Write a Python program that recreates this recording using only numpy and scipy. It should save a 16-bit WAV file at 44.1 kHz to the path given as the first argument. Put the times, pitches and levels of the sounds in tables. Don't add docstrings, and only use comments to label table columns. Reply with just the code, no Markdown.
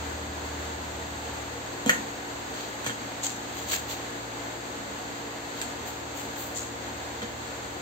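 import sys
import numpy as np
from scipy import signal
from scipy.fft import rfft, irfft, next_fast_len
from scipy.io import wavfile
from scipy.ndimage import uniform_filter1d

SR = 44100
rng = np.random.default_rng(int(sys.argv[2]) if len(sys.argv) > 2 else 0)


def persist_wave(psi):
    counts = np.round(np.clip(psi, -1, 1) * 32767).astype(np.int16)
    wavfile.write(sys.argv[1], SR, np.atleast_2d(counts).T)


N = 344817
TIME = np.arange(N) / SR


def amp(db):
    return 10 ** (np.asarray(db) / 20)


def evened(x):
    return x / np.sqrt(np.mean(x ** 2) + 1e-20)


def read(points, hz):
    point_hz, value = np.transpose(points)
    return np.interp(np.log(hz + 1), np.log(point_hz + 1), value)


def add(mix, start_s, sound):
    part = mix[..., max(round(start_s * SR), 0):][..., :sound.shape[-1]]
    part += sound[..., :part.shape[-1]]


def drift(top_hz):
    t = TIME[::256]
    slow = np.zeros(len(t))
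    for hz in np.geomspace(top_hz / 10, top_hz, 20):
        slow += np.sin(2 * np.pi * (hz * t + rng.random())) / np.sqrt(hz)
    return np.interp(TIME, t, evened(slow))


# pitch_hz [Hz], likeness [-1 to 1]
STEREO_LIKENESS = [(60, 0.82), (130, 1), (290, 0.7), (640, 0.29), (1400, -0.35), (2600, 0.057),
                   (15000, -0.032)]
# pitch_hz [Hz], left_right_db [dB]
STEREO_BALANCE = [(200, -3), (340, 10.5), (480, -1.5), (800, -1), (1400, 2), (3000, -1), (5500, 1),
                  (7300, 4), (8500, 0), (15000, -0.5)]


def pair(x, gain_db):
    length = x.shape[-1]
    size = next_fast_len(length)
    hz = np.fft.rfftfreq(size, 1 / SR)
    first, second = rfft(x, size)
    likeness = np.clip(read(STEREO_LIKENESS, hz), -1, 1)
    mid = first * np.sqrt((1 + likeness) / 2)
    side = second * np.sqrt((1 - likeness) / 2)
    lean = amp(read(STEREO_BALANCE, hz) / 2)
    stereo = np.array([(mid + side) * lean, (mid - side) / lean])
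    return irfft(stereo * amp(gain_db(hz)), size)[:, :length]


def murmur(level_db=-53, low_hz=205, high_hz=480, width_hz=12.7, swell_db=4.5, swell_hz=2.5, count=6):
    def band(centre_hz):
        def bell(hz):
            return -12 * np.minimum(((hz - centre_hz) / width_hz) ** 2, 10)
        noise = pair(rng.standard_normal((2, N)), bell)
        return evened(noise * amp(swell_db * drift(swell_hz)))
    bands = sum(band(hz) for hz in np.geomspace(low_hz, high_hz, count))
    return amp(level_db) * evened(bands)


# pitch_hz [Hz], relative_level_db [dB per Hz]
AIR_COLOUR = [(20, -17), (45, -24), (70, -4.5), (170, -11), (240, -2.5), (400, -5.5), (560, -0.5),
              (900, 0.5), (1100, -3.5), (1700, -5.5), (2700, -11.5), (4400, -12), (8000, -17.5),
              (15500, -19)]
# pitch_hz [Hz], width_hz [Hz], lift_db [dB]
CABINET_RESONANCES = [(229, 7.7, 4), (278, 47, 4.5), (302, 20, -6), (370, 40, 6), (463, 15, 10),
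                      (510, 8.4, -2.5), (756, 10, 2), (1490, 62, 2.5), (1694, 20, 6), (1915, 25, 3),
                      (2068, 42, 4)]


def air(start_db=-37.5, fall_db_per_s=0.14, flutter_db=0.5, flutter_hz=14.0):
    def colour(hz):
        curve_db = read(AIR_COLOUR, hz)
        for centre_hz, width_hz, lift_db in CABINET_RESONANCES:
            curve_db += lift_db / (1 + (2 * (hz - centre_hz) / width_hz) ** 2)
        return curve_db
    rush = evened(pair(rng.standard_normal((2, N)), colour))
    return rush * amp(start_db - fall_db_per_s * TIME + flutter_db * drift(flutter_hz))


# time_s [s], level_db [dB]
FAN_RIDE = [(0, -40.5), (1.35, -45), (1.8, -59), (2.8, -54.5), (3.2, -68), (3.8, -60), (6.3, -56.5),
            (7.82, -52.5)]
FAN_START_HZ, FAN_SAG_HZ_PER_S = 76.9, 0.07
DRONE_HZ = 63.3


def fan(trim_db=-0.5, waver_db=3.0, waver_hz=3.0, octave_db=-61, octave_share=0.22,
        drone_db=-65, drone_share=0.8, third_db=-2):
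    ride_s, ride_db = np.transpose(FAN_RIDE)
    level_db = np.interp(TIME, ride_s, ride_db)
    mean_db = level_db.mean()
    excess_db = level_db - mean_db
    angle = 2 * np.pi * np.cumsum(FAN_START_HZ - FAN_SAG_HZ_PER_S * TIME) / SR
    waver = amp(mean_db) * (amp(waver_db * drift(waver_hz)) - 1)
    blades = amp(trim_db) * (amp(level_db) + waver) * np.sin(angle)
    octave = amp(octave_db + octave_share * excess_db) * np.sin(2 * angle)
    turn = 2 * np.pi * (DRONE_HZ * TIME + rng.random())
    drone = np.sin(turn) + amp(third_db) * np.sin(3 * turn)
    return np.sqrt(2) * (blades + octave + amp(drone_db + drone_share * excess_db) * drone)


SHAFT_HZ = 57.48
# shaft_multiple [x shaft speed], level_db [dB], left_right_db [dB]
HUM_LINES = [(1, -59, -0.5), (1.5, -83, 4), (2, -51.5, 1), (3, -62.5, 0), (3.5, -64.5, -1), (4, -59.5, 0.5),
             (5, -49.5, -0.5), (6, -56.5, 0.5), (8, -60.5, 3), (9, -60, 12.5), (12, -66.5, 14),
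             (13, -63, -5)]
WHINE_LINE = (46, -68, 12)


def compressor(sway_turns=0.016, sway_hz=1.505, waver_db=1.0, waver_hz=3.0):
    turns = SHAFT_HZ * TIME + sway_turns * drift(sway_hz)
    out = np.zeros((2, N))
    for multiple, level_db, left_right_db in HUM_LINES + [WHINE_LINE]:
        line = np.sqrt(2) * np.sin(2 * np.pi * (multiple * turns + rng.random()))
        pan = amp([[left_right_db / 2], [-left_right_db / 2]])
        out += line * amp(level_db + waver_db * drift(waver_hz)) * pan
    return out


# pitch_hz [Hz], t60_s [s]
ROOM_DECAY = [(150, 0.59), (600, 0.34), (2000, 0.27), (7000, 0.35), (15000, 0.25)]
# left_delay_s [s], right_delay_s [s], level_db [dB]
EARLY_ECHOES = [(.0047, 0.0035, -11), (.0068, 0.0084, -8.5), (0.015, .0146, -12)]


def room(x, wet_db=-1.5, first_s=0.002):
    size = SR // 2
    t = np.arange(size) / SR
    signs = rng.choice([-1., 1.], (2, size))
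    taps = signs * (rng.random((2, size)) < 1 / 10) * (t > first_s)
    hz, at_s, bands = signal.stft(pair(taps, np.zeros_like), SR, nperseg=256)
    decay = amp(-60 * at_s / read(ROOM_DECAY, hz)[:, None])
    tail = signal.istft(bands * decay, SR, nperseg=256)[1]
    tail *= amp(wet_db) * np.sqrt(2) / np.linalg.norm(tail)
    for left_s, right_s, level_db in EARLY_ECHOES:
        add(tail[0], left_s, amp([level_db]))
        add(tail[1], right_s, amp([level_db]))
    return signal.fftconvolve(x[None], tail, axes=1)[:, :N]


# start_s [s], pitch_hz [Hz], level_db [dB]
FLOOR_BOOMS = [(1.895, 178, -27), (2.868, 122, -32), (7.23, 224, -39)]


def booms(rise_s=0.005, t60_s=0.14):
    t = np.arange(SR // 2) / SR
    out = np.zeros(N)
    for start_s, pitch_hz, level_db in FLOOR_BOOMS:
        envelope = (1 - np.exp(-t / rise_s)) * amp(level_db - 60 * t / t60_s)
        add(out, start_s, envelope * np.sin(2 * np.pi * pitch_hz * t))
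    return out


# peak_s [s], rise_s [s], decay_s [s], rasp_db [dB], hiss_db [dB], fizz_db [dB]
SCUFF_STROKES = [(2.63, 0.14, .055, -43, -56, -52), (2.872, .028, .032, -38.5, -41, -52),
                 (3.249, 0.026, 0.052, -37, -30.5, -43.5), (3.595, 0.072, 0.076, -45, -48, -47.5),
                 (3.738, 0.068, 0.04, -32.5, -34, -34), (3.918, 0.049, 0.036, -37, -44, -41),
                 (5.6, 0.063, 0.036, -44, -51, -51), (5.885, .04, .05, -47, -49, -45),
                 (6.19, 0.057, .07, -48, -46, -46), (6.415, 0.059, 0.073, -53, -48, -40),
                 (6.57, 0.024, 0.065, -55, -34, -48), (7.23, .014, 0.035, -43, -60, -64)]
# pitch_hz [Hz], relative_level_db [dB per Hz]
RASP_COLOUR = [(100, -14), (300, 0), (1000, -2), (1600, -2.5), (4300, 2), (6500, -4), (15000, -42)]
# pitch_hz [Hz], relative_level_db [dB per Hz]
HISS_COLOUR = [(100, -37), (2000, -22), (4000, -8), (6000, -3), (7200, 0.5), (8300, -6), (11000, 1),
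               (16000, -37)]
# pitch_hz [Hz], relative_level_db [dB per Hz]
FIZZ_COLOUR = [(100, -40), (5000, -27), (9000, -6.5), (12000, -3), (14000, 2), (16000, -0.5)]


def scuffs(grain_db=2.2, grain_s=0.0038, fizz_lift_db=7):
    smooth = uniform_filter1d(rng.standard_normal(N), max(int(grain_s * SR), 1))
    grain = amp(grain_db * evened(smooth))
    out = np.zeros((2, N))
    layers = [(RASP_COLOUR, 0), (HISS_COLOUR, 0), (FIZZ_COLOUR, fizz_lift_db)]
    for k, (colour, lift_db) in enumerate(layers):
        power = np.zeros(N)
        for peak_s, rise_s, decay_s, *levels_db in SCUFF_STROKES:
            t = np.arange(-2 * rise_s, 10 * decay_s, 1 / SR)
            stroke = np.exp(np.where(t < 0, -2 * (t / rise_s) ** 2, -t / decay_s))
            add(power, peak_s - 2 * rise_s, (amp(levels_db[k] + lift_db) * stroke) ** 2)
        noise = pair(rng.standard_normal((2, N)), lambda hz: read(colour, hz))
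        out += np.sqrt(power) * evened(noise)
    return out * evened(grain)


def ring(modes, t, scatter=0.021):
    out = np.zeros(len(t))
    for k, (hz, level_db, t60_s) in enumerate(modes):
        pitch_hz = hz * rng.normal(1, scatter)
        out += (-1) ** k * amp(level_db - 60 * t / t60_s) * np.sin(2 * np.pi * pitch_hz * t)
    return out


# start_s [s], thud_db [dB], clack_db [dB], crack_db [dB], contact_s [s]
FOOTFALLS = [(1.8609, -12, -35, -25.5, 0.0033), (1.8763, -21, -34, -29, 0.0097),
             (1.894, -27, -7.5, -16.5, 0.0037), (2.864, -26, -25, -25.5, 0.0036),
             (2.895, -29.5, -25.5, -35, 0.002), (3.733, -37, -25, -23, 0.0032),
             (7.2187, -20.5, -25, -44, 0.0094)]
# start_s [s], level_db [dB]
GRIT_TICKS = [(2.845, -26), (2.876, -27), (3.714, -27), (5.6157, -19.5), (5.8635, -38), (6.204, -36),
              (6.361, -35)]
TICK_CONTACT_S, TICK_THUD_DB, TICK_CLACK_DB = 0.0011, -15, -11
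# pitch_hz [Hz], relative_level_db [dB], t60_s [s]
HEEL_MODES = [(133, -36, 0.052), (228, -3, 0.084), (320, -3.5, 0.024), (488, -5.5, 0.081),
              (704, -10, 0.045), (960, -9, 0.023)]
# pitch_hz [Hz], relative_level_db [dB], t60_s [s]
SOLE_MODES = [(186, -23, 0.11), (463, -24.5, 0.015), (1090, -9, 0.021), (1440, 0, 0.023), (1726, 6, 0.012),
              (2250, 1.5, 0.013), (2780, -7.5, 0.0057), (3240, -1, 0.019)]
# pitch_hz [Hz], relative_level_db [dB per Hz]
CRACK_COLOUR = [(100, -8), (1000, 4), (3000, 1.5), (5500, -2.5), (8200, 0.5), (12000, 1.5), (16000, -7)]


def knocks(settle_share=0.47, thud_trim_db=-6.0, clack_trim_db=-5.0):
    size = SR // 3
    t = np.arange(size) / SR
    crack_gain = amp(read(CRACK_COLOUR, np.fft.rfftfreq(size, 1 / SR)))
    ticks = [(start_s, db + TICK_THUD_DB, db + TICK_CLACK_DB, db, TICK_CONTACT_S)
             for start_s, db in GRIT_TICKS]
    out = np.zeros(N)
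    for start_s, thud_db, clack_db, crack_db, contact_s in FOOTFALLS + ticks:
        fade = np.exp(-t / contact_s)
        burst = rng.standard_normal(size) * fade
        touch = signal.unit_impulse(size) * np.exp(-contact_s / 0.016)
        force = touch + settle_share * burst / np.linalg.norm(burst)
        thud = amp(thud_db + thud_trim_db) * ring(HEEL_MODES, t)
        clack = amp(clack_db + clack_trim_db) * ring(SOLE_MODES, t)
        crack = evened(irfft(rfft(rng.standard_normal(size)) * crack_gain, size)) * fade
        body = signal.fftconvolve(force, thud + clack)[:size]
        add(out, start_s, body + amp(crack_db) * crack)
    return signal.sosfilt(signal.butter(2, 110, "highpass", fs=SR, output="sos"), out)


def scene(port_lag_s=0.000202):
    machine = murmur() + air() + fan() + compressor()
    steps = knocks()
    direct = np.array([steps, np.roll(steps, round(port_lag_s * SR))])
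    return machine + room(steps) + booms() + scuffs() + direct


# pitch_hz [Hz], gain_db [dB]
OVERALL_COLOUR = [(30, -5), (54, -0.5), (4650, 3), (4850, -4), (6000, -2), (6250, 5.5), (6800, 8),
                  (7020, 4), (7570, 9.5), (7780, 3.5), (8450, 2.5), (8750, -20.5), (11350, -80),
                  (11650, -5)]
EDGE_HZ = 15780


def record(dry):
    size = next_fast_len(N + 4096)
    gain = amp(read(OVERALL_COLOUR, np.fft.rfftfreq(size, 1 / SR)))
    heard = irfft(rfft(dry, size) * gain, size)[:, :N]
    lowpass = signal.firwin(511, EDGE_HZ, window=("kaiser", 9), fs=SR)
    return signal.oaconvolve(heard, lowpass[None], "same", axes=1)


dry = scene()
out = record(dry)
persist_wave(out)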